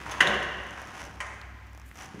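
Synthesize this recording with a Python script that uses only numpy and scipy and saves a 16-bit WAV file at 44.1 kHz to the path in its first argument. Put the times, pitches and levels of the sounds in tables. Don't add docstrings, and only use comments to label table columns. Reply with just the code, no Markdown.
import sys
import numpy as np
from scipy import signal
from scipy.fft import rfft, irfft
from scipy.io import wavfile
from scipy.ndimage import map_coordinates

SR = 44100
rng = np.random.default_rng(int(sys.argv[2]) if len(sys.argv) > 2 else 0)


def wav_out(sig):
    wavfile.write(sys.argv[1], SR, np.round(np.clip(np.atleast_2d(sig).T, -1, 1) * 32767).astype(np.int16))


N = 97020

# (time [s], level [dB])
STAND_BLOWS = [(.2050, -3.5), (.2076, 3), (.2722, -10)]
# (frequency [Hz], level [dB], t60 [s])
STAND_MODES = [(183, -34.5, .2), (372, -35.5, 0.26), (568, -28.5, 0.073), (1033, -20.5, 0.017),
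               (1455, -11.5, 0.022), (1590, -4, 0.016), (1888, -2, 0.024), (2343, -18, 0.068),
               (2820, -4, 0.035), (3320, -18, .03), (5950, -39, 0.036)]
# (frequency [Hz], level [dB])
STAND_SPECTRUM = [(100, -25), (500, -12), (850, -8), (1040, 1), (1250, -6), (1500, 1.5), (1900, 2.5),
                  (2250, -9), (2600, -7), (2850, -1.5), (3300, -9.5), (3800, -14.5), (4600, -21.5),
                  (6400, -19), (8100, -28.5), (9900, -26), (12500, -41), (15000, -37)]
# (time [s], level [dB])
RATTLES = [(.2725, 3), (.2785, -2), (.292, -14)]
# (frequency [Hz], level [dB])
RATTLE_SPECTRUM = [(100, -11), (350, -6.5), (1000, -4), (2400, -13), (3700, 8.5), (4600, -19), (6500, -6),
                   (8500, -27), (10000, -18), (15000, -36)]
# (time [s], level [dB])
SHUDDERS = [(.213, 0.5), (.274, 6)]
# (frequency [Hz], level [dB])
SHUDDER_SPECTRUM = [(50, -19), (110, -6), (180, 10), (260, -8.5), (385, 5.5), (450, -10.5), (560, 12.5),
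                    (800, -13), (1400, -10.5), (5000, -50)]
# (time [s], level [dB])
KNOCKS = [(1.2038, -3), (1.2085, -2), (1.2185, -13)]
# (frequency [Hz], level [dB], t60 [s])
KNOCK_MODES = [(715, -13, 0.024), (1004, 2.5, 0.031), (1360, -5.5, 0.018), (1860, -9, 0.034),
               (1926, 2, 0.031), (3080, -1.5, 0.02), (6700, -12, 0.018)]
# (frequency [Hz], level [dB])
KNOCK_SPECTRUM = [(200, -26), (700, -7), (2000, 5.5), (4200, -19), (6200, -11), (8200, -16), (10000, -15.5),
                  (12500, -42), (15000, -31)]
# (time [s], level [dB])
CLINKS = [(.1125, 2.5), (.117, 0.5), (.427, -2.5), (1.265, -11)]
# (frequency [Hz], level [dB])
CLINK_SPECTRUM = [(1000, -14), (3300, 7), (4300, -9), (6300, 4), (8200, -18), (10100, -2.5), (11500, -22.5),
                  (15000, -21)]
# (time [s], level [dB])
TAPS = [(.064, -4), (.778, -9), (1.816, -25)]
# (frequency [Hz], level [dB])
TAP_SPECTRUM = [(100, -13), (600, -21.5), (1000, 0.5), (2200, -8), (4000, -32.5), (7000, -38.5),
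                (14000, -49)]
# (time [s], level [dB])
BUMPS = [(.008, -8), (.055, -7), (2.144, -0.5), (2.161, -3), (2.178, -1.5)]
# (frequency [Hz], level [dB], t60 [s])
BUMP_MODES = [(181, 1.5, 0.057), (295, -3, 0.066), (420, -0.5, 0.022)]
# (time [s], level [dB])
SCRAPE_ENVELOPE = [(0, -43), (.045, -48), (.065, -43), (.12, -41), (.2, -45), (.24, -88)]
# (frequency [Hz], level [dB])
SCRAPE_SPECTRUM = [(60, -32), (180, -12), (350, -9.5), (1000, -0.5), (2000, -1), (3000, -8), (4200, -18),
                   (6200, -15.5), (8200, -24.5), (10000, -24.5), (12500, -34.5), (15000, -32)]
# (time [s], level [dB])
SCUFF_ENVELOPE = [(.55, -52.5), (.72, -51.5), (.79, -47), (.85, -49.5), (.93, -46.5), (1.02, -42.5),
                  (1.065, -47), (1.1, -53.5), (1.5, -77), (1.93, -66), (1.98, -46.5), (2.02, -45.5),
                  (2.06, -48), (2.1, -54.5), (2.2, -54.5)]
# (frequency [Hz], level [dB])
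SCUFF_SPECTRUM = [(100, -6), (280, -6.5), (450, -13), (750, -3), (1800, -5), (3000, -11.5), (4200, -20.5),
                  (6000, -14), (8200, -26), (10000, -23), (12500, -35), (14500, -41)]
# (time [s], level [dB])
TICKS = [(.637, -4), (.668, 0), (.708, 3), (.817, 5.5), (.872, 1), (1.415, -4), (1.669, -7), (1.732, -3),
         (1.749, -4), (1.776, 3), (1.798, -0.5), (1.816, -3), (1.956, 0.5)]
# (frequency [Hz], level [dB])
TICK_SPECTRUM = [(200, -2), (800, 14), (2500, -6), (4000, -15), (6000, 6), (8200, -11), (10000, -8),
                 (12500, -15), (14000, -7), (15800, -19)]
# (time [s], frequency [Hz], level [dB], t60 [s])
SNAPS = [(1.4152, 4100, -32, 0.0028), (1.914, 2010, -33.5, 0.007)]
# (start [s], length [s], level [dB])
CREAKS = [(0.968, .10, -5.5), (1.973, .095, -4)]
# (frequency [Hz], level [dB])
CREAK_SPECTRUM = [(200, -8), (900, 3), (2000, -4), (3000, 1), (4200, -21), (6000, 9), (8200, -11),
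                  (10000, -7.5), (12500, -19), (14000, -7), (15500, -21)]
# (time [s], level [dB])
SWISH_ENVELOPE = [(1.83, -83), (1.87, -61.5), (1.895, -66), (1.93, -71), (1.99, -68), (2.06, -70),
                  (2.1, -92)]
# (frequency [Hz], level [dB])
SWISH_SPECTRUM = [(3000, -45), (7000, 4), (10000, 2), (12500, 2), (14000, 5), (16000, -12)]
# (delay [s], level [dB])
ECHOES = [(.0105, -12.5), (.0185, -13), (.133, -19)]
# (frequency [Hz], t60 [s])
ROOM_T60 = [(100, 1.8), (300, 1.2), (800, 1.55), (1800, 1.4), (3000, 1.44), (6000, 0.97), (14000, 0.66)]
# (frequency [Hz], level [dB])
ROOM_SPECTRUM = [(60, 10), (200, 11), (500, 10.5), (1000, 4.5), (1800, 0.5), (3000, -2), (6000, -1),
                 (14000, -7)]
# (frequency [Hz], level [dB])
HUM_TONES = [(63.5, -49.5), (101, -57.5)]
# (time [s], level [dB])
HUM_ENVELOPE = [(0, 0), (.35, 2.5), (.62, 0.5), (.82, -8.5), (.91, -2.5), (1.3, 2), (1.84, 2.5), (1.95, -3),
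                (2.2, -8)]
# (frequency [Hz], level [dB])
AIR_SPECTRUM = [(25, -38), (60, 7.5), (100, -2.5), (160, -7.5), (280, -6.5), (450, -21.5), (900, -17),
                (2000, -14.5), (4000, -28.5), (6500, -31.5), (9000, -41.5), (15000, -40.5)]


def steel_cracks():
    stand = bursts(STAND_BLOWS, STAND_SPECTRUM, decay_s=0.0067)
    spring = bursts(RATTLES, RATTLE_SPECTRUM, decay_s=0.0042)
    knock = bursts(KNOCKS, KNOCK_SPECTRUM, decay_s=0.0033)
    return (route(stand, gain_db=8.5, send_db=0.5)
            + route(spring, gain_db=-8, send_db=-9)
            + route(knock, gain_db=-6.5, send_db=2))


def frame_vibration():
    shudder = bursts(SHUDDERS, SHUDDER_SPECTRUM, decay_s=0.093)
    return (route(ring(STAND_BLOWS, STAND_MODES), gain_db=-11.5, send_db=-1.5)
            + route(ring(KNOCKS, KNOCK_MODES), gain_db=-33, send_db=-1.5)
            + route(shudder, gain_db=-3.5, send_db=-16.5))


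def handling_impacts():
    clinks = bursts(CLINKS, CLINK_SPECTRUM, decay_s=0.0083)
    taps = bursts(TAPS, TAP_SPECTRUM, decay_s=0.0026)
    return (route(clinks, gain_db=-15, send_db=-2)
            + route(taps, gain_db=-5.5, send_db=-0.5)
            + route(ring(BUMPS, BUMP_MODES), gain_db=-35, send_db=-7))


def stand_scrape():
    return route(friction(SCRAPE_ENVELOPE, SCRAPE_SPECTRUM), send_db=-1)


def rider_scuffs():
    return route(friction(SCUFF_ENVELOPE, SCUFF_SPECTRUM), send_db=-6.5)


def ticks_and_snaps():
    ticks = undb(-26) * bursts(TICKS, TICK_SPECTRUM, decay_s=0.0011)
    return ticks + sum(ring([(s, db)], [(hz, 0, t60_s)]) for s, hz, db, t60_s in SNAPS)


def leather_creak(slip_hz=85, jitter=0.12, scatter_db=2.5):
    slips = []
    for start_s, length_s, db in CREAKS:
        timing, strength = rng.standard_normal(size=(40, 2)).T
        gaps_s = (1 + jitter * timing) / slip_hz
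        offsets_s = np.cumsum(gaps_s) - gaps_s[0]
        levels_db = db + scatter_db * strength
        slips += [(start_s + s, level) for s, level in zip(offsets_s, levels_db) if s < length_s]
    return undb(-23.5) * bursts(slips, CREAK_SPECTRUM, decay_s=0.0009)


def cloth_swish():
    return friction(SWISH_ENVELOPE, SWISH_SPECTRUM)


def garage_reverb(send, build_s=0.002, size=512):
    hz, t, noise = signal.stft(rng.standard_normal(N * 2 // 3), SR, nperseg=size)
    fade = np.exp(-np.log(1000) * t / on_log_axis(hz, ROOM_T60)[:, None])
    band_gain = undb(on_log_axis(hz, ROOM_SPECTRUM))[:, None]
    tail = signal.istft(noise * fade * band_gain, SR, nperseg=size)[1]
    onset = 1 - np.exp(-time_s()[:len(tail)] / build_s)
    return convolve(send, tail * onset / np.sqrt(SR / 10))


def ventilation(waver_db=1, drift_rad=0.27, air_db=-52.5):
    hum = np.zeros(N)
    for hz, db in HUM_TONES:
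        amplitude = np.sqrt(2) * undb(db + waver_db * wander(rate_hz=7))
        hum += amplitude * np.sin(2 * np.pi * hz * time_s() + drift_rad * wander(rate_hz=3.9))
    air = undb(air_db) * colour(rng.standard_normal(N), AIR_SPECTRUM)
    return hum * gain_curve(HUM_ENVELOPE) + air


def bursts(blows, spectrum, decay_s):
    fade = np.exp(-2 * np.arange(int(10 * decay_s * SR) + 1) / SR / decay_s)
    power = place([(s, 2 * db) for s, db in blows], fade / fade.sum())
    return colour(np.sqrt(power) * rng.standard_normal(N), spectrum)


def ring(blows, modes, size=8192):
    t = np.arange(size) / SR
    response = np.zeros(size)
    for k, (hz, db, t60_s) in enumerate(modes):
        fade = np.exp(-np.log(1000) * t / t60_s)
        response += (-1) ** k * undb(db) * np.sin(2 * np.pi * hz * t) * fade
    return place(blows, response)


def friction(envelope, spectrum, grains_per_s=1500, spread_db=3):
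    impulses = (rng.random(N) < grains_per_s / SR) * rng.choice([-1, 1], N)
    grains = impulses * undb(spread_db * np.minimum(rng.exponential(size=N), 5))
    return colour(grains / grains.std() * gain_curve(envelope), spectrum)


def colour(x, spectrum, size=2048):
    hz = np.arange(size // 2 + 1) * SR / size
    cepstrum = irfft(np.log(undb(on_log_axis(hz, spectrum))))
    cepstrum[1:size // 2] *= 2
    cepstrum[size // 2 + 1:] = 0
    response = irfft(np.exp(rfft(cepstrum)))
    return convolve(x, response / np.linalg.norm(response))


def place(events, shape):
    out = np.zeros(N)
    for s, db in events:
        start = int(np.clip(s * SR, 0, N - 1))
        out[start:start + len(shape)] += undb(db) * shape[:N - start]
    return out


def route(x, send_db, gain_db=0):
    return undb(gain_db) * np.array([x, undb(send_db) * x])


def wander(rate_hz):
    knots = rng.standard_normal(size=256)
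    return map_coordinates(knots, [time_s() * rate_hz], mode="mirror")


def gain_curve(envelope):
    s, db = np.array(envelope, float).T
    return undb(np.interp(time_s(), s, db))


def on_log_axis(hz, table):
    knots_hz, values = np.array(table, float).T
    return np.interp(np.log(np.maximum(hz, 1)), np.log(knots_hz), values)


def convolve(x, response):
    return signal.oaconvolve(x, response)[:N]


def undb(db):
    return 10 ** (np.asarray(db) / 20)


def time_s():
    return np.arange(N) / SR


def scene(directions=3):
    body, body_send = frame_vibration() + handling_impacts() + stand_scrape() + rider_scuffs()
    cracks, crack_send = steel_cracks()
    echoes = place(ECHOES, body_send + crack_send)
    tail = garage_reverb(body_send)
    for _ in range(directions):
        _, radiated = steel_cracks()
        tail += garage_reverb(radiated) / np.sqrt(directions)
    faint = ticks_and_snaps() + leather_creak() + cloth_swish()
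    return (cracks + body + echoes + tail + faint + ventilation())[None]


def record(dry, low_cut_hz=43, ceiling=0.8, top_hz=15500):
    thinned = signal.sosfilt(signal.butter(2, low_cut_hz, "high", fs=SR, output="sos"), dry)
    rounded = ceiling * np.tanh(thinned / ceiling)
    return signal.sosfilt(signal.ellip(8, .2, 70, top_hz, fs=SR, output="sos"), rounded)


dry = scene()
out = record(dry)
wav_out(out)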